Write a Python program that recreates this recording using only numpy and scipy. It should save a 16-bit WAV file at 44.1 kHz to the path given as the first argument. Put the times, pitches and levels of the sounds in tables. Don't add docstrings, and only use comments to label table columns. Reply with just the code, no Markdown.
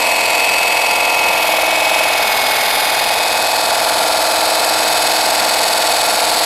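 import sys
import numpy as np
from scipy import signal
from scipy.fft import rfft, irfft, next_fast_len
from scipy.io import wavfile
from scipy.ndimage import uniform_filter1d

SR = 44100
rng = np.random.default_rng(int(sys.argv[2]) if len(sys.argv) > 2 else 0)


def to_wav(sig):
    pcm = np.clip(np.atleast_2d(sig), -1, 1) * 32767
    pcm = np.round(pcm).astype(np.int16)
    wavfile.write(sys.argv[1], SR, pcm.T)


N = 284833


def amp(db):
    return 10 ** (np.asarray(db) / 20)


def unit_rms(x):
    return x / np.sqrt(np.mean(x ** 2) + 1e-20)


def in_time(rows):
    time_s, *columns = np.transpose(rows)
    return [np.interp(np.arange(N) / SR, time_s, column) for column in columns]


def at_hz(rows, hz):
    freq_hz, values = np.transpose(rows)
    return np.interp(np.log(hz + 1), np.log(freq_hz), values)


def drift(rate_hz, hop=40):
    pole = np.exp(-2 * np.pi * rate_hz * hop / SR)
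    noise = rng.standard_normal(N // hop + 2002)
    slow = signal.lfilter([1], [1, -2 * pole, pole * pole], noise)[2000:]
    return np.interp(np.arange(N) / hop, np.arange(len(slow)), unit_rms(slow))


def first_to_last(first, last, attitude):
    return first + (last - first) * attitude / 3


def by_attitude(columns, attitude):
    return sum(np.clip(1 - np.abs(attitude - k), 0, 1) * column for k, column in enumerate(columns))


def surface_roughness(turns, wear_turns=17.51, grain_db=4.5, spots=16384):
    patterns = int(turns[-1] / wear_turns) + 2
    coarse = rng.standard_normal((40, 2048))[:patterns] * amp(grain_db * rng.standard_normal(2048))
    fine = signal.resample(coarse, spots, axis=1)
    age = turns / wear_turns
    pattern, spot = age.astype(int), (turns % 1 * spots).astype(int)
    fade = np.pi / 2 * (age % 1)
    return unit_rms(np.cos(fade) * fine[pattern, spot] + np.sin(fade) * fine[pattern + 1, spot])


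# phase_turns, relative_db in attitudes 0-3
CONTACTS = [(0.0256, 0, -7, -6, -6), (0.0466, -30, -17, -11, -7), (0.1108, -2, -9, -9, -14),
            (0.1677, -7, -9, -1, -3), (0.1968, -17, -9, -30, -14), (0.2213, -30, -15, -1, -4),
            (0.2547, -30, -2, -15, -2), (0.3444, -1, -11, -22, -23), (0.3844, -30, -6, -5, -11),
            (0.4374, -14, -9, -1, -6), (0.5313, -5, -7, -16, -7), (0.5733, -6, -10, -11, -19),
            (0.622, -7, -8, -7, -9), (0.6579, -7, -10, -17, -5), (0.6951, -7, -13, -8, -30),
            (0.8043, -2, -30, -18, -30), (0.8225, -30, 0, 0, 0), (0.8553, -7, -7, -9, -7),
            (0.8962, -1, -10, -18, -10), (0.9234, -30, -4, -3, -12), (0.9536, -4, -5, -11, -2),
            (0.9744, -30, -15, 0, -8)]
# time_s, boost_db
SLACK_SLAP = [(0.0, -1), (1.1, -1), (1.27, 4), (1.45, 7), (1.7, 2.5), (2.15, 2), (2.3, 0), (6.46, 0)]
# freq_hz, width_hz
HOUSING_MODES = [(680, 150), (900, 250)]


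def housing_knocks(turns, attitude, roughness, scatter_db=.8, scatter_turns=.0005, cam_rub_db=-37):
    phase_turns, *levels_db = np.transpose(CONTACTS)
    due_turns = np.arange(int(turns[-1]) + 1)[:, None] + phase_turns
    timing, force = rng.standard_normal((2,) + due_turns.shape)
    hits = np.interp(due_turns + scatter_turns * timing, turns, np.arange(N)).round().astype(int)
    at_reversal = (phase_turns > .79) & (phase_turns < .87)
    slap_db = in_time(SLACK_SLAP)[0][hits] * at_reversal
    drive = np.zeros(N)
    drive[hits] = by_attitude(amp(levels_db), attitude[hits]) * amp(scatter_db * force + slap_db)
    drive += amp(cam_rub_db) * roughness
    ring = 0
    for freq_hz, width_hz in HOUSING_MODES:
        pole, step_rad = np.exp(-np.pi * width_hz / SR), 2 * np.pi * freq_hz / SR
        feedback = [1, -2 * pole * np.cos(step_rad), pole ** 2]
        ring += (1 - pole ** 2) * signal.lfilter([1, 0, -1], feedback, drive)
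    ring = signal.sosfilt(signal.butter(3, (430, 1080), "band", fs=SR, output="sos"), ring)
    return ring / np.sqrt(uniform_filter1d(ring ** 2, size=8192) + 1e-12)


# phase_turns, first_attitude_db, last_attitude_db (before band depth)
TOOTH_SNIPS = [(0.1, 1.5, 1.5), (0.22, -5, 3), (0.35, 1.5, 3), (0.497, 4, 3), (0.56, 1.5, 2),
               (0.625, 0.5, 3), (0.71, -0.5, 5), (0.85, 2.5, 2.5), (0.96, 4, 5.5)]


def blade_pressure(turns, attitude, build_share=.75, snip_build_turns=.024, snip_release_turns=.008):
    stroke_phase = 2 * (turns - .265) % 1
    pressure_db = np.interp(stroke_phase, [0, build_share, 1], [-2, 2, -2])
    pressure_db += 1.5 * np.cos(2 * np.pi * (turns - .4))
    for phase_turns, first_db, last_db in TOOTH_SNIPS:
        past_turns = turns % 1 - phase_turns
        width_turns = np.where(past_turns < 0, snip_build_turns, snip_release_turns)
        snip = np.exp(-.5 * (past_turns / width_turns) ** 2)
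        pressure_db += first_to_last(first_db, last_db, attitude) * snip
    return pressure_db


# freq_hz, relative_db
FIRST_COLOUR = [(680, -31), (1150, -12), (1270, -18.5), (1840, -11), (2190, -8.5), (2410, -8), (2550, -5.5),
                (3000, -12), (4500, -16), (6310, -24), (12100, -21), (14500, -33), (15600, -43)]
# freq_hz, relative_db
LAST_COLOUR = [(680, -19.5), (1150, -11.5), (1380, -1), (2010, -4.5), (2520, -3), (2690, -8), (3100, -7),
               (4400, -1), (6040, -12), (7930, -12.5), (9650, -14.5), (11700, -15), (15600, -30)]
# freq_hz, width_hz, lift_db in attitudes 0-3
BLADE_MODES = [(1381, 48, 9, 7, 4, 5.5), (2210, 117, 5, 6, 3, 1), (3324, 180, 2, 4, 5.5, 0),
               (3606, 120, -1, 3, 4.5, 3.5), (4420, 280, 8, -1, -3, 2.5), (4806, 56, 9, 2, 6, 4),
               (5490, 160, 1, 2.5, -7, 6), (6720, 300, 7, 2.5, 0, 4.5), (7940, 270, 6.5, -9, -8, 9),
               (8530, 200, 7.5, -5, 1, 7.5), (9200, 490, 5.5, 4, 2.5, 3), (9760, 350, 0, -8, 5, -3),
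               (10110, 250, -1, 6, -3, 12), (11000, 380, -4, -7, -6, -1), (5700, 330, 3.5, -0.5, -2, -4),
               (13800, 300, 2, 1, 5, 7), (11480, 200, 2, -8, -4, 7.5), (12420, 190, 3, 4, 14.5, 8),
               (13000, 90, -4, 1, 1, -3)]
# freq_hz, power_share
REPEAT_SHARE = [(1000, 0.51), (3000, 0.58), (14000, 0.27)]


def blade_scrape(turns, attitude, roughness, low_depth=.75, high_depth=1.45, crossover_hz=5500):
    pressure_db = blade_pressure(turns, attitude)
    size = 2 * next_fast_len(N // 2 + 1)
    hz = np.arange(size // 2 + 1) * SR / size
    repeat_share = at_hz(REPEAT_SHARE, hz)
    high_band = 1 / (1 + (crossover_hz / (hz + 1)) ** 4)
    noise = rng.standard_normal(N)
    friction = 0
    for depth, band in ((low_depth, 1 - high_band), (high_depth, high_band)):
        pressure = unit_rms(amp(depth * pressure_db))
        repeating = np.sqrt(repeat_share) * rfft(pressure * roughness, size)
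        fresh = np.sqrt(1 - repeat_share) * rfft(pressure * noise, size)
        friction += band * (repeating + fresh)
    sides = []
    for side in range(4):
        lift_db = sum(lifts_db[side] / (1 + (2 * (hz - freq_hz) / width_hz) ** 2)
                      for freq_hz, width_hz, *lifts_db in BLADE_MODES)
        colour_db = first_to_last(at_hz(FIRST_COLOUR, hz), at_hz(LAST_COLOUR, hz), side)
        spectrum = friction * amp(colour_db + lift_db)
        treble_rms = np.sqrt(2 * np.sum(np.abs(spectrum[hz > 2800]) ** 2) / N / size)
        sides.append(irfft(spectrum, size)[:N] / treble_rms)
    return by_attitude(sides, attitude)


GEAR_TEETH, MESH_HARMONICS = 120, (1, 3, 4, 5)
# time_s, level_db for each of MESH_HARMONICS
MESH_LEVELS = [(0.0, -21.5, -32, -40, -44), (0.5, -19.5, -34, -45, -46), (0.9, -21, -38, -46, -46),
               (1.25, -18.5, -52, -44, -41), (1.5, -24, -54, -34, -31), (1.75, -20, -35, -37, -48),
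               (2.0, -20.5, -35, -33, -51), (2.3, -26.5, -56, -41, -33), (2.75, -34, -53, -30, -36),
               (3.25, -25, -58, -38, -49), (3.5, -26, -39, -39, -48), (4.0, -32, -44, -32, -38),
               (4.6, -30.5, -52, -46, -43), (5.25, -31, -38, -42, -43), (5.75, -31, -39, -43, -40),
               (6.1, -30.5, -38, -35, -43), (6.46, -40, -39, -32, -46)]
# cycles_per_turn, level_db in attitudes 0-3
MOTOR_TONES = [(10, -55, -54, -54, -53), (12, -56, -54, -52, -50), (14, -49, -50, -48, -44),
               (15, -41, -36, -50, -38), (105, -29, -29, -26.5, -35), (135, -42, -37, -55, -55),
               (191, -45, -45, -45, -40), (225, -45, -45, -45, -40), (240, -48, -42, -36, -44),
               (375, -44, -43, -50, -39), (465, -48, -50, -45, -43), (495, -45, -46, -46, -46),
               (540, -44, -58, -58, -44), (585, -47, -43, -44, -46)]


def gear_whine(turns, attitude, load_depth=.12, load_lag_turns=.024, waver_turns=.00043, wobble_db=1.5):
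    crank_rad = 2 * np.pi * (turns + waver_turns * drift(rate_hz=23))
    load = 1 + load_depth * np.cos(4 * np.pi * (turns - load_lag_turns))
    mesh = sum(amp(level_db) * np.sin(harmonic * GEAR_TEETH * crank_rad)
               for harmonic, level_db in zip(MESH_HARMONICS, in_time(MESH_LEVELS)))
    motor = 0
    for cycles_per_turn, *levels_db in MOTOR_TONES:
        level_db = by_attitude(levels_db, attitude) + wobble_db * drift(rate_hz=.83)
        motor += amp(level_db) * np.sin(cycles_per_turn * crank_rad + 2 * np.pi * rng.random())
    return np.sqrt(2) * (load * mesh + motor)


# freq_hz, relative_db
AIR_COLOUR = [(18, -58), (30, -27), (60, -22.5), (149, -22.5), (264, -16.5), (309, -16.5), (366, -15),
              (581, -9.5), (668, -6.5), (854, -4), (1200, -26.5), (1560, -62), (2640, -120)]


def air_rush(level_db=-26):
    hz = np.arange(N // 2 + 1) * SR / N
    spectrum = rfft(rng.standard_normal(N)) * amp(at_hz(AIR_COLOUR, hz))
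    return amp(level_db) * unit_rms(irfft(spectrum, N))


# peak_s, sag_hz
TWIGS = [(0.32, 38), (1.51, 30), (2.74, 14)]


def twig_sag(bite_s=.033):
    time_s = np.arange(N) / SR
    return sum(sag_hz * np.exp(-np.abs(time_s - peak_s) / bite_s) for peak_s, sag_hz in TWIGS)


# time_s, mesh_hz
MESH_RATE = [(0.0, 2562.6), (0.15, 2563.3), (0.22, 2552.3), (0.5, 2573.5), (0.7, 2577.2), (1.0, 2561.9),
             (1.7, 2557.0), (2.1, 2554.5), (2.33, 2507.4), (2.55, 2499.9), (2.85, 2503.2), (3.1, 2529.1),
             (3.5, 2550.2), (4.2, 2547.0), (5.2, 2549.3), (5.9, 2539.4), (6.46, 2536.4)]
# time_s, attitude (0-3)
ATTITUDE_PATH = [(0, 0.01), (1.1, 0.05), (1.4, 0.45), (1.5, 1.01), (2.1, 1.05), (2.35, 1.99), (2.9, 2.05),
                 (3.4, 2.8), (4.3, 3), (6.46, 3)]
# time_s, housing_db, blades_db
SWING_LEVELS = [(0.0, -18.5, -20.5), (0.5, -19.5, -20), (1.0, -18, -20.5), (1.9, -17.5, -20.5),
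                (2.3, -18.2, -19.5), (2.75, -19.5, -19), (3.2, -18, -20), (4.4, -17, -18.7),
                (5.0, -17.5, -18), (6.46, -18, -18)]


def scene(knock_db_per_sag_hz=.03):
    sag_hz = twig_sag()
    mesh_hz = in_time(MESH_RATE)[0] - sag_hz
    turns = np.cumsum(mesh_hz) / SR / GEAR_TEETH
    attitude = in_time(ATTITUDE_PATH)[0]
    roughness = surface_roughness(turns)
    housing_db, blades_db = in_time(SWING_LEVELS)
    knocks = amp(housing_db + knock_db_per_sag_hz * sag_hz) * housing_knocks(turns, attitude, roughness)
    scrape = amp(blades_db) * blade_scrape(turns, attitude, roughness)
    return (knocks + scrape + gear_whine(turns, attitude) + air_rush())[None]


def record(dry, ceiling=1.6, cutoff_hz=15650):
    rounded = ceiling * np.tanh(dry / ceiling)
    return signal.sosfilt(signal.ellip(10, .5, 70, cutoff_hz, fs=SR, output="sos"), rounded)


dry = scene()
out = record(dry)
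to_wav(out)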